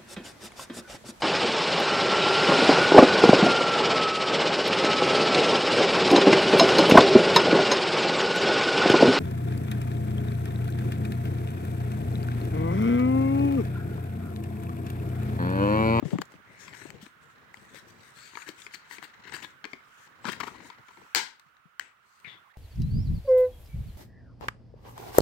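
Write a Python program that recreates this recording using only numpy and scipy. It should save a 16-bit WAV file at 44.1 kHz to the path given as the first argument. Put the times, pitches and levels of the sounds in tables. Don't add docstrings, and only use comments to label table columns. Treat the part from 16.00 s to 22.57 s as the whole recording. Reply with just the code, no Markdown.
import sys
import numpy as np
from scipy import signal
from scipy.fft import rfft, irfft, next_fast_len
from scipy.io import wavfile
from scipy.ndimage import uniform_filter1d, map_coordinates

SR = 44100
rng = np.random.default_rng(int(sys.argv[2]) if len(sys.argv) > 2 else 0)


def master_out(mix):
    frames = np.transpose(np.atleast_2d(mix))
    ceiling = np.clip(frames, -1, 1)
    pcm = np.round(ceiling * 32767).astype(np.int16)
    wavfile.write(sys.argv[1], SR, pcm)


def linear_from_db(decibels):
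    return 10 ** (np.asarray(decibels, float) / 20)


N = 289806
HIT = 2048

# time in seconds, cloth rumble in dB, rubbing of the case in dB.
HAND_LEVELS = [(0.0, -60.5, -74), (0.05, -46, -56.5), (0.09, -47, -51), (0.15, -43.5, -61),
               (0.175, -59, -63.5), (0.21, -45.5, -56), (0.24, -55.5, -68), (0.33, -63, -81),
               (0.53, -57.5, -64), (0.75, -56.5, -52), (0.95, -50, -60.5), (1.1, -68.5, -74.5),
               (1.46, -59.5, -61.5), (1.99, -57, -71), (2.34, -68, -59), (2.75, -65.5, -57),
               (3.1, -65.5, -58), (3.35, -58.5, -51.5), (3.65, -68.5, -84), (4.01, -68.5, -63),
               (4.22, -60, -60.5), (4.27, -52, -52), (4.34, -52, -51), (4.52, -58, -55.5),
               (4.68, -57.5, -52), (4.74, -68, -61), (4.8, -62.5, -63.5), (4.85, -75.5, -67),
               (5.02, -65, -72.5), (5.11, -80, -80), (5.5, -79.5, -88), (6.15, -81.5, -85), (6.3, -60, -78),
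               (6.44, -75.5, -83), (6.57, -94, -74.5)]
# start in seconds, rise in seconds, hold in seconds, level of the hold in dB.
PAPER_STROKES = [(0.031, 0.03, 0.082, -47.5), (0.293, .01, 0.046, -59.5), (0.451, 0.094, .01, -55.5),
                 (0.588, 0.011, 0.096, -48), (0.719, 0.027, 0.15, -47.5), (0.996, 0.02, 0.045, -49.5),
                 (1.209, 0.021, 0.0069, -54.5), (1.274, 0.024, 0.027, -59), (1.53, 0.0072, 0.12, -55.5),
                 (1.67, .03, 0.0079, -54), (1.724, 0.027, 0.041, -46), (1.845, 0.04, 0.019, -52),
                 (1.922, 0.11, 0.072, -52.5), (2.126, .045, .12, -45), (2.31, 0.062, 0.054, -43.5),
                 (2.446, 0.038, 0.0093, -41.5), (2.556, 0.043, 0.049, -45), (2.719, 0.017, 0.0046, -40),
                 (2.883, 0.047, .04, -42), (3.014, 0.025, 0.0074, -43), (3.312, 0.037, .01, -37.5),
                 (3.388, 0.039, 0.023, -49), (3.467, .01, 0.032, -58.5), (3.68, 0.029, 0.012, -57),
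                 (3.801, 0.23, 0.022, -51), (4.164, 0.012, 0.031, -74.5), (4.234, .03, 0.063, -39),
                 (4.416, .018, 0.049, -45.5), (4.491, .01, 0.064, -58.5), (4.58, 0.083, .01, -46.5),
                 (4.8, 0.098, 0.23, -58), (5.45, 0.013, 0.0068, -65), (6.0, 0.073, 0.23, -61.5)]
# start in seconds, peak of the case's ring in dB,
# strongest ring in Hz, low knock in dB and bright crack in dB, both against that ring.
CASE_TAPS = [(0.106, -33.5, 900, -14.5, -15.5), (0.116, -39.5, 1500, -7.5, -1),
             (0.2133, -42, 7110, -31.5, 19), (0.254, -39.5, 7110, -32, 0.5), (0.3198, -40.5, 849, -18, 4.5),
             (0.339, -45.5, 1300, 3.5, -12), (0.68, -29, 2105, -31.5, -9.5),
             (0.689, -42, 2099, -30.5, -4.5), (0.7289, -33, 2000, -12.5, -16.5),
             (1.064, -33.5, 1707, -12, -4), (1.5703, -38.5, 2344, -12.5, -4), (1.7445, -36, 1800, -4, 1),
             (2.161, -51.5, 7110, -32.5, 9.5), (2.207, -44.5, 4490, -31, 5),
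             (2.334, -38.5, 1340, -13, -3.5), (2.3536, -24.5, 2268, -19, -22.5),
             (2.372, -22, 1260, -22, -27), (2.4197, -31.5, 2320, -41.5, -10),
             (2.4798, -34.5, 1836, -16, 4.5), (2.4893, -27, 4490, -5.5, 3.5), (2.619, -31, 3510, -40, -22),
             (2.6654, -24.5, 2240, -20.5, -12), (2.7381, -31, 1786, -42.5, -7),
             (2.7457, -24.5, 1910, -26, -4.5), (2.755, -31, 4490, -29.5, -11.5),
             (2.9108, -26.5, 1883, -26.5, -33), (2.983, -29, 1910, -14.5, -24),
             (3.238, -41, 1880, -20, -20), (3.2524, -36.5, 1720, -8.5, -26),
             (3.273, -35, 1800, -15.5, -21.5), (3.277, -34, 1900, -17.5, -17), (3.295, -33, 2110, -15, -12),
             (3.323, -27.5, 1875, -14, -21), (3.3648, -25, 1820, -18, -0.5),
             (3.402, -34.5, 1800, -19.5, -6.5), (3.427, -28.5, 1520, -28.5, -7.5),
             (3.4462, -28, 1730, -10.5, -21.5), (3.642, -21.5, 2266, -19.5, -20.5),
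             (3.6522, -23, 2269, -11.5, -7.5), (3.733, -24, 2230, -11, -33.5),
             (4.245, -25, 1044, -12.5, -18.5), (4.2531, -18, 1700, -11, -23.5),
             (4.285, -19, 1300, -13, -15), (4.2883, -19, 1502, -14.5, -12),
             (4.2927, -18.5, 1143, -13, -12.5), (4.2984, -25, 3173, -15, 3), (4.332, -28.5, 1650, -9, -0.5),
             (4.4019, -19, 1300, -16, 2.5), (4.406, -18.5, 950, -15.5, -4.5), (4.411, -24, 1700, -15, -7),
             (4.4331, -23, 1007, -14.5, -7.5), (4.439, -26, 950, -15.5, -20.5),
             (4.47, -34, 950, -11.5, -13), (4.4755, -28, 920, -8, -9), (4.484, -28.5, 950, -19.5, -19.5),
             (4.582, -39, 2056, -21, -20.5), (4.6037, -35.5, 942, -12, -24), (4.701, -30, 951, -18, -13.5),
             (4.784, -44.5, 884, -20.5, -26.5), (4.884, -38, 934, -30.5, 1),
             (4.888, -36.5, 949, -20.5, -23), (4.9724, -38, 963, -16.5, -22), (5.063, -45, 950, -23, -27),
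             (5.396, -41.5, 1603, -45, 9), (5.486, -58, 2316, -28, -21), (5.548, -57, 1720, -40, -24),
             (5.5675, -47, 1458, -41, -21), (6.2, -50.5, 1905, -34, 9), (6.2454, -36.5, 2120, -25.5, -42.5)]
# start in seconds,
# length in seconds, level before the swell in dB, strongest ring in Hz, treble against the ring in dB.
SCRAPES_AND_KNOCKS = [(0.564, 0.2, -49, 6670, -13.5), (0.812, 0.018, -40, 1740, -13.5),
                      (1.011, 0.041, -52, 1784, 11.5), (1.751, 0.045, -44.5, 1953, 0),
                      (2.458, 0.05, -42.5, 1770, -16.5), (2.569, .056, -51, 2380, 1),
                      (2.74, 0.015, -37.5, 4482, 5), (2.894, 0.089, -42.5, 1820, 3.5),
                      (3.017, 0.055, -40, 1880, 1), (3.258, 0.058, -44, 1917, -5.5),
                      (3.328, 0.042, -31, 1705, -4), (3.375, 0.033, -42, 1743, -15.5),
                      (3.417, 0.045, -40.5, 2375, -1), (3.43, 0.036, -39.5, 3567, -7),
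                      (4.256, 0.062, -31, 1466, -11), (4.316, 0.017, -31, 1760, 2.5),
                      (4.327, 0.017, -29.5, 1680, -33.5), (4.405, 0.019, -29.5, 981, -18),
                      (4.429, 0.022, -32, 993, -15), (4.463, 0.034, -34.5, 1312, -5.5),
                      (4.541, 0.032, -44.5, 950, -22), (4.651, 0.021, -45, 950, -17.5),
                      (4.904, 0.019, -48, 950, -25.5), (5.01, 0.022, -50.5, 950, -22)]
# start in seconds, length in seconds, level before swell and fade in dB, first pitch in Hz,
# pitch it heads for in Hz, width in Hz, swell in seconds, fade in seconds.
NOISE_BANDS = [(0.421, 0.53, -56.5, 2155, 2104, 550.6, .067, 0.11),
               (.59, 0.1, -56, 5600, 5470, 600, 0.0096, 0.037),
               (.6, 0.091, -54, 6600, 7330, 901, 0.0083, 0.026),
               (.73, 0.11, -57.5, 5300, 5935, 449, .03, 0.023),
               (.735, 0.065, -56.5, 6800, 6870, 600, .02, 0.014),
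               (.76, .14, -57, 8300, 7510, 800, 0.025, 0.035),
               (2.15, 0.19, -54, 4100, 4600, 600, .015, 0.049),
               (2.16, .14, -55.5, 7300, 7380, 448, 0.039, 0.026),
               (2.34, .08, -63.5, 6600, 6600, 397.3, 0.025, 0.038),
               (2.735, .03, -44.5, 4400, 4390, 500.4, 0.0081, 0.011),
               (2.9, .06, -49.5, 4300, 4430, 694.6, .01, 0.037),
               (3.335, 0.032, -43.5, 4700, 4860, 400, 0.0081, 0.009),
               (3.449, 0.12, -60.5, 2010, 2014, 299, 0.067, 0.066),
               (4.49, .2, -54.5, 380, 327.6, 350, 0.024, 0.0463),
               (4.97, 0.097, -59, 350, 350, 300, 0.011, .04),
               (4.5, 0.36, -57.5, 2055, 2043, 281.5, 0.061, 0.14),
               (5.8, 0.1467, -49.5, 2300, 2030, 1390, 0.0092, 0.17),
               (5.803, 0.13, -59, 7900, 7700, 907, .005, .11),
               (5.807, 0.012, -38.5, 2020, 2027, 296, .005, 0.0057),
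               (6.2445, 0.061, -41, 2250, 1810, 553.4, 0.0012, 0.029),
               (6.25, 0.16, -46, 3700, 3338, 270, .05, 0.12),
               (6.25, .14, -52, 3300, 3000, 2000, 0.025, 0.0827),
               (6.288, 0.1, -54, 2050, 2050, 300, 0.021, 0.05)]
# start in seconds, near peak in dB, tilt in dB an octave, rattle t60 in seconds,
# peak sent into the room in dB, strongest ring in Hz, boost of that ring in dB.
CASE_SNAPS = [(0.186, -19, -3, .006, -53, 1210, 11), (0.2174, -13.5, -2, 0.016, -48, 1740, 3),
              (0.7362, -28, -3.5, 0.0052, -50, 1918, 6), (0.904, -18.5, -2.3, .005, -47, 2036, 9),
              (1.5423, -27, -2.8, .008, -49.5, 2200, 14), (3.0275, -23, -6, 0.0054, -52, 1190, 11),
              (5.1487, 6.5, 0, 0.0092, 12, 4530, 6), (5.796, -7.5, -0.5, 0.01, -17, 1590, 5.5)]
# start in seconds, level before the bass cut in dB,
# pitch it sags to in Hz, left over right in dB, t60 in seconds.
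SOFT_THUMPS = [(0.025, -5, 239.8, 22.5, 0.023), (0.03, -22, 108.4, 14, 0.084), (0.044, -26, 203, 13, 0.012),
               (0.053, -11.5, 147.7, 26, 0.066), (0.05, -26, 422, 11.5, 0.038),
               (0.065, -28, 297.2, 11, 0.047), (0.081, -27.5, 348, 24, 0.064),
               (0.102, -34.5, 247, 16, 0.028), (0.117, -23, 375, 16.5, 0.047),
               (0.13, -3.5, 173.5, 9.5, 0.037), (0.133, -14, 104.5, 11.5, 0.061),
               (0.14, -24, 474, 8, 0.033), (0.145, -17.5, 278.1, 3, 0.048), (0.153, -10, 170.2, 11, 0.044),
               (0.186, -11, 278, -1.5, 0.028), (0.197, -26, 170.7, 2.5, 0.063),
               (0.208, -24, 190, 5.5, 0.04014), (0.214, -20, 380.2, 5.5, 0.02226),
               (0.349, -38.5, 164, 7, 0.061), (0.853, -11.5, 297.4, 30, 0.016),
               (0.936, -36.5, 149.2, 3.5, 0.056), (1.026, -31, 195.8, 2.5, .05),
               (2.492, -36.5, 211, 18.5, 0.056), (2.986, -38, 208, 10.5, 0.051),
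               (3.337, -43.5, 379.2, 7, .054), (3.737, -36.5, 334.6, 9.5, 0.043),
               (4.259, -34, 309, 20, 0.048), (4.281, -20, 180, 13, 0.065), (4.475, -36.5, 250, 6.5, 0.038),
               (4.545, -39.5, 322.7, 12, 0.042), (4.646, -37.5, 251.8, 8.5, 0.048),
               (4.985, -45, 350, 10, 0.044), (5.0, -49.5, 328, 10.5, 0.041), (5.02, -47.5, 387, 2, .05),
               (5.156, -28, 322.6, 10, 0.063), (5.46, -53, 147.2, 0.5, 0.055),
               (5.654, -38, 154.6, 35, 0.043), (6.245, -37, 158.9, 13, 0.031), (6.27, -36, 126, 25, 0.047)]
# pitch in Hz, width in Hz, level in dB.
CASE_MODES = [(950, 160, 0.5), (1300, 250, -3), (1700, 270, -1), (2240, 250, 0.5), (2538, 460, -5),
              (3173, 262, -5), (3813, 430, -5), (4490, 510, -7), (5090, 470, -8.5), (7110, 1400, -13)]
# frequency in Hz, level in dB per Hz.
PAPER_COLOUR = [(600, -44.5), (1500, 2.5), (3000, -1.5), (5000, -2), (8000, 1.5), (12000, 0.5), (16000, -8)]
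# frequency in Hz, level in dB per Hz.
CLOTH_COLOUR = [(25, -47.5), (60, -12.5), (130, -2), (300, -6.5), (480, -8), (700, -16), (1500, -35)]
# frequency in Hz, level in dB per Hz.
SNAP_NEAR_COLOUR = [(60, -53), (150, -30), (400, -34.5), (800, 1), (1300, 1), (2200, 4), (2700, -2),
                    (3050, 4.5), (3500, -7), (4470, 3), (5400, -9), (7300, 4.5), (8500, -7), (10500, -8.5),
                    (12500, 0), (16000, 0)]
# frequency in Hz, level in dB per Hz.
SNAP_ROOM_COLOUR = [(100, -24), (240, -12.5), (480, -12), (620, -24), (760, -9), (950, 0.5), (1170, -14),
                    (1620, 3), (1800, -6.5), (2030, 1), (2600, -7), (3100, -4.5), (4400, -7), (5600, -5.5),
                    (7500, -5), (12500, -11), (16000, -12)]
# frequency in Hz, level in dB.
RIGHT_SHADOW = [(100, -4.5), (300, -12.5), (1000, -12.5), (3000, -14.5), (8000, -15), (15000, -21.5)]
# frequency in Hz, share from 0 to 1.
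COMMON_SHARE = [(100, 0.6), (400, 0.58), (1200, 0.3), (4000, 0.05), (15000, 0.05)]
# frequency in Hz, t60 in seconds.
ROOM_DECAY = [(150, 0.26), (1000, 0.33), (4000, 0.29), (12000, 0.23)]
# frequency in Hz, level in dB per Hz.
HISS_COLOUR = [(25, -6.5), (60, 17.5), (150, 9.5), (300, -4), (600, 12.5), (2000, 19), (4500, 2.5),
               (9000, -3.5), (13000, -4.5), (15500, 1.5)]
# multiple of its pitch as a plain number, level in dB.
WHINE_PARTIALS = [(1, 0.5), (2, -13.5), (3, -44.5)]
# time in seconds, level of both in dB, centre of the whine's pitch in Hz.
SELF_NOISE = [(0, 1, 1407), (.3, 1.5, 1394), (.5, 0, 1397), (5.14, 1, 1359), (5.2, -4, 1315),
              (6.15, -5.5, 1298), (6.3, 0, 1310), (6.42, 0, 1372), (6.485, -1, 1003), (6.52, -1, 1974),
              (6.531, -6, 703), (6.543, -0.5, 2342), (6.553, -6.5, 706), (6.57, 2, 950)]
# frequency in Hz, level in dB.
MICROPHONE_COLOUR = [(25, -12.5), (70, 2), (3000, 0), (7500, -4), (8600, -5.5), (9300, -15), (10500, -15.5),
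                     (12500, -12.5), (15500, -12.5)]

RISE_DB, FADE_DB_PER_S = 17.5, 440
CRACKLES_PER_S, CRACKLE_DB, CRACKLE_SPREAD_DB = 500, -11, 4
PATCH_DB = 4
TAP_T60_S = 0.026
RATTLE_LAW = -0.082
CRACK_SHARE = 0.65
KNOCK_HZ, KNOCK_WIDTH, KNOCK_SPREAD = 350, 0.617, .15
GLIDE_S = .08
SNAP_RIGHT_DB = -3
SAG, SAG_S = 0.24, 0.0054
THUMP_RISE_S = 0.0026
TICK_DB, TICK_T60_S, TICK_HZ = -26, 0.06, 600
LAG = 2
WALL_GAP_S, NEAR_ECHO_DB = 0.0066, -11.5
TOP_HZ, TOP_DB_PER_KHZ = 15900, 30


def unit(x):
    return x / np.sqrt(np.mean(x ** 2, axis=-1, keepdims=True) + 1e-20)


def peak(x):
    return x / abs(x).max()


def along(points, hz):
    f, v = np.transpose(points)
    return np.interp(np.log(hz + 1), np.log(f + 1), v)


def curves(rows):
    s, *cols = np.transpose(rows)
    return [np.interp(np.arange(N) / SR, s, c) for c in cols]


def wobble(rate):
    return map_coordinates(rng.standard_normal(N // 20), [np.arange(N) * rate / SR])


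def filtered(x, response):
    m = next_fast_len(x.shape[-1] + 4096)
    return irfft(rfft(x, m) * response(np.fft.rfftfreq(m, 1 / SR)), m)[..., :x.shape[-1]]


def coloured(x, points):
    return filtered(x, lambda hz: linear_from_db(along(points, hz)))


def causal(db):
    ceps = irfft(np.log(linear_from_db(db)))
    half = len(ceps) // 2
    ceps[1:half] *= 2
    ceps[half + 1:] = 0
    return np.exp(rfft(ceps))


def add(out, s, sound):
    out[..., round(s * SR):][..., :sound.shape[-1]] += sound


def ring(f, hz, width):
    return 1j * f * width / (hz * hz - f * f + 1j * f * width + 1e-9)


def sign(hz):
    return (-1) ** int(np.argmin([abs(np.log(row[0] / hz)) for row in CASE_MODES]))


def case(f, strong_hz=2000, tilt_db=0, scatter_db=np.zeros(len(CASE_MODES))):
    total = 0.89 * sign(strong_hz) * ring(f, strong_hz, 0.0794 * strong_hz)
    for k, (hz, width, db) in enumerate(CASE_MODES):
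        level_db = db + scatter_db[k] - tilt_db * abs(np.log2(hz / strong_hz))
        total = total + (-1) ** k * linear_from_db(level_db) * ring(f, hz, width)
    return total


def broad_ring(f, hz):
    return sign(hz) * ring(f, hz, 0.19 * hz)


def bright(f):
    return (1j * f / (4500 + 1j * f)) ** 2


def gritty(rate, depth_db):
    return unit(rng.standard_normal(N) * linear_from_db(depth_db * wobble(rate)))


def crackle():
    struck = rng.random(N) < CRACKLES_PER_S / SR
    return unit(struck * rng.standard_normal(N) * linear_from_db(CRACKLE_SPREAD_DB * rng.standard_normal(N)))


def patchy(x):
    z = signal.stft(x, nperseg=512)[2]
    field = uniform_filter1d(rng.standard_normal(z.shape), size=6, axis=0)
    field = uniform_filter1d(field, size=18, axis=1)
    return signal.istft(z * linear_from_db(PATCH_DB * field / field.std()), nperseg=512)[1][:N]


def strokes():
    t, gain = np.arange(N) / SR, 0
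    for s, rise, hold, db in PAPER_STROKES:
        below_db = RISE_DB * np.clip(1 - (t - s) / rise, 0, 9)
        faded_db = FADE_DB_PER_S * np.clip(t - s - rise - hold, 0, 1)
        gain = gain + linear_from_db(db - below_db - faded_db)
    return gain


def hands():
    cloth_db, rub_db = curves(HAND_LEVELS)
    cloth = unit(coloured(gritty(40, depth_db=2.5), CLOTH_COLOUR))
    rub = unit(filtered(gritty(120, depth_db=5.5), lambda f: case(f, 2100) + broad_ring(f, 1884)))
    sheet = gritty(300, depth_db=2) + linear_from_db(CRACKLE_DB) * crackle()
    slide = unit(coloured(patchy(sheet), PAPER_COLOUR))
    return linear_from_db(cloth_db) * cloth + linear_from_db(rub_db) * rub + strokes() * slide


def contact(hz, knock_db, crack_db, t60, tilt_db):
    fade = linear_from_db(-60 * np.arange(HIT) / SR / t60)
    blow, crack = rng.standard_normal((2, HIT))
    blow = blow * fade
    blow[0] = 6
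    crack = crack * fade ** (1 / CRACK_SHARE)
    knock_hz = KNOCK_HZ * np.exp(KNOCK_SPREAD * rng.standard_normal())
    scatter_db = 3.9 * rng.standard_normal(len(CASE_MODES))
    rung = peak(filtered(blow, lambda f: case(f, hz, tilt_db, scatter_db)))
    knock = peak(filtered(blow, lambda f: ring(f, knock_hz, KNOCK_WIDTH * knock_hz) ** 2))
    return rung + linear_from_db(crack_db) * peak(filtered(crack, bright)) + linear_from_db(knock_db) * knock


def taps():
    out = np.zeros(N + SR)
    for s, db, hz, knock_db, crack_db in CASE_TAPS:
        t60 = TAP_T60_S * (hz / 2000) ** RATTLE_LAW
        add(out, s, linear_from_db(db) * contact(hz, knock_db, crack_db, t60, tilt_db=4.5))
    return out[:N]


def scrapes_and_knocks():
    out = np.zeros(N + SR)
    grit = unit(gritty(500, depth_db=2.5) + 0.51 * crackle())
    for s, length, db, hz, bright_db in SCRAPES_AND_KNOCKS:
        u = np.clip(np.arange(2 * HIT) / SR / length, 0, 1)
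        noise = grit[round(s * SR):][:2 * HIT]
        rung = filtered(noise, lambda f: case(f, hz, 2.5) + 0.85 * broad_ring(f, hz) + 0.67 * ring(f, 330, 170))
        sound = unit(rung) + linear_from_db(bright_db) * unit(filtered(noise, bright))
        add(out, s, linear_from_db(db) * np.sin(np.pi * u ** 0.71) ** 2 * sound)
    return out[:N]


def noise_bands():
    out = np.zeros(N + SR)
    for s, length, db, first_hz, last_hz, width, swell, fade in NOISE_BANDS:
        t = np.arange(round(length * SR)) / SR
        noise = rng.standard_normal((2, SR))[:, :len(t)]
        a, b = filtered(noise, lambda f: 1 / (1 + (2 * f / width) ** 2))
        hz = last_hz + (first_hz - last_hz) * np.exp(-t / GLIDE_S)
        phase = 2 * np.pi * np.cumsum(hz) / SR
        band = unit(a * np.cos(phase) + b * np.sin(phase))
        envelope = np.clip(np.minimum(t / swell, (length - t) / fade), 0, 1)
        add(out, s, linear_from_db(db) * envelope * band)
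    return out[:N]


def snaps():
    direct, sent = np.zeros((2, N + SR))
    hz = np.fft.rfftfreq(HIT, 1 / SR)
    for s, db, tilt_db, t60, room_db, ring_hz, ring_db in CASE_SNAPS:
        boost_db = ring_db * np.exp(-(np.log2(hz / ring_hz + 0.011) / 0.276) ** 2)
        tilt = tilt_db * np.log2(np.clip(hz, 100, 14000) / 2000) + boost_db
        blow = rng.standard_normal(HIT) * linear_from_db(-60 * np.arange(HIT) / SR / t60) * 0.34
        blow[0] = 1.0
        near = irfft(rfft(blow) * causal(along(SNAP_NEAR_COLOUR, hz) + tilt))
        add(direct, s, linear_from_db(db) * peak(near))
        clean = irfft(causal(along(SNAP_ROOM_COLOUR, hz) + tilt))
        add(sent, s, linear_from_db(room_db) * peak(clean))
    return direct[:N], sent[:N]


def thumps():
    out, t = np.zeros((2, N + SR)), np.arange(HIT) / SR
    for s, db, hz, pan_db, t60 in SOFT_THUMPS:
        sagging_t = t + SAG * SAG_S * (1 - np.exp(-t / SAG_S))
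        lag = np.array([[0], [1.6 + 0.685 * rng.standard_normal()]])
        swing = np.sin(2 * np.pi * hz * sagging_t - lag)
        swing = swing * linear_from_db(-60 * t / t60) * (1 - np.exp(-t / THUMP_RISE_S)) ** 2
        tick = rng.standard_normal(HIT) * linear_from_db(-60 * t / TICK_T60_S)
        tick = filtered(tick, lambda f: ring(f, TICK_HZ, TICK_HZ) ** 2)
        pan = linear_from_db([[min(pan_db, 0)], [min(-pan_db, 0)]])
        add(out, s, linear_from_db(db) * pan * (swing + linear_from_db(TICK_DB) * peak(tick)))
    return filtered(out[:, :N], lambda f: (1j * f / (70 + 1j * f)) ** 2)


def scattered(x):
    path = rng.standard_normal(400) * linear_from_db(-60 * np.arange(400) / SR / 0.00389)
    path[0] = 1.6
    return signal.fftconvolve(x, path / np.linalg.norm(path))[:N]


def both(x, other):
    share = lambda hz: np.clip(along(COMMON_SHARE, hz), 0, 1)
    right = filtered(x, share) + filtered(other, lambda hz: np.sqrt(1 - share(hz) ** 2))
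    return np.array([x, np.roll(coloured(right, RIGHT_SHADOW), LAG)])


def room(x):
    out, step = np.zeros((2, N + 2 * SR)), SR // 4
    for k in range(0, N, step):
        hz, t, z = signal.stft(rng.standard_normal((3, SR // 2)), SR, nperseg=256)
        share = np.clip(500 / (hz[:, None] + 1), 0, 1) ** 2 * 0.533
        z = np.sqrt(1 - share) * z[:2] + np.sqrt(share) * z[2]
        decay = linear_from_db(-60 * t / along(ROOM_DECAY, hz)[:, None])
        tail = signal.istft(z * decay, SR, nperseg=256)[1]
        before_walls = np.arange(tail.shape[1]) / SR < WALL_GAP_S
        tail = tail * np.where(before_walls, linear_from_db(NEAR_ECHO_DB), 1)
        echo = signal.fftconvolve(x[None, k:k + step], tail / np.linalg.norm(tail[0]), axes=1)
        add(out, k / SR + .002, echo)
    return out[:, :N] * linear_from_db([[-1], [-10]])


def whine(heard):
    drift_hz = 35 * wobble(30) + 90 * wobble(130) + 170 * wobble(1000)
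    hz = curves(SELF_NOISE)[1] + drift_hz + 850000 * heard
    phase = 2 * np.pi * np.cumsum(np.clip(hz, 200, 3500)) / SR
    return -linear_from_db(wobble(55)) * sum(linear_from_db(db) * np.cos(k * phase) for k, db in WHINE_PARTIALS)


def self_noise(heard_right):
    hiss = unit(coloured(rng.standard_normal((2, N)), HISS_COLOUR))
    own = linear_from_db(-64.0) * hiss * linear_from_db([[0], [-1]]) + linear_from_db(-54.0) * whine(heard_right) * [[0], [1]]
    return linear_from_db(curves(SELF_NOISE)[0]) * own


def scene():
    snap, sent = snaps()
    rustle, hits = hands(), taps() + scrapes_and_knocks() + noise_bands()
    near = both(rustle, hands()) + both(hits, scattered(hits))
    near = near + both(snap, scattered(snap)) * linear_from_db([[0], [SNAP_RIGHT_DB]])
    return near + room(sent + linear_from_db(-12.0) * (rustle + hits)) + thumps()


def band_limit(x):
    return signal.sosfilt(signal.butter(12, 17110, fs=SR, output="sos"), x)


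def record(dry):
    heard = coloured(dry, MICROPHONE_COLOUR) + self_noise(dry[1])
    heard = filtered(heard, lambda hz: linear_from_db(-TOP_DB_PER_KHZ * np.clip(hz - TOP_HZ, 0, None) / 1000))
    return band_limit(heard)


dry = scene()
out = record(dry)
master_out(out)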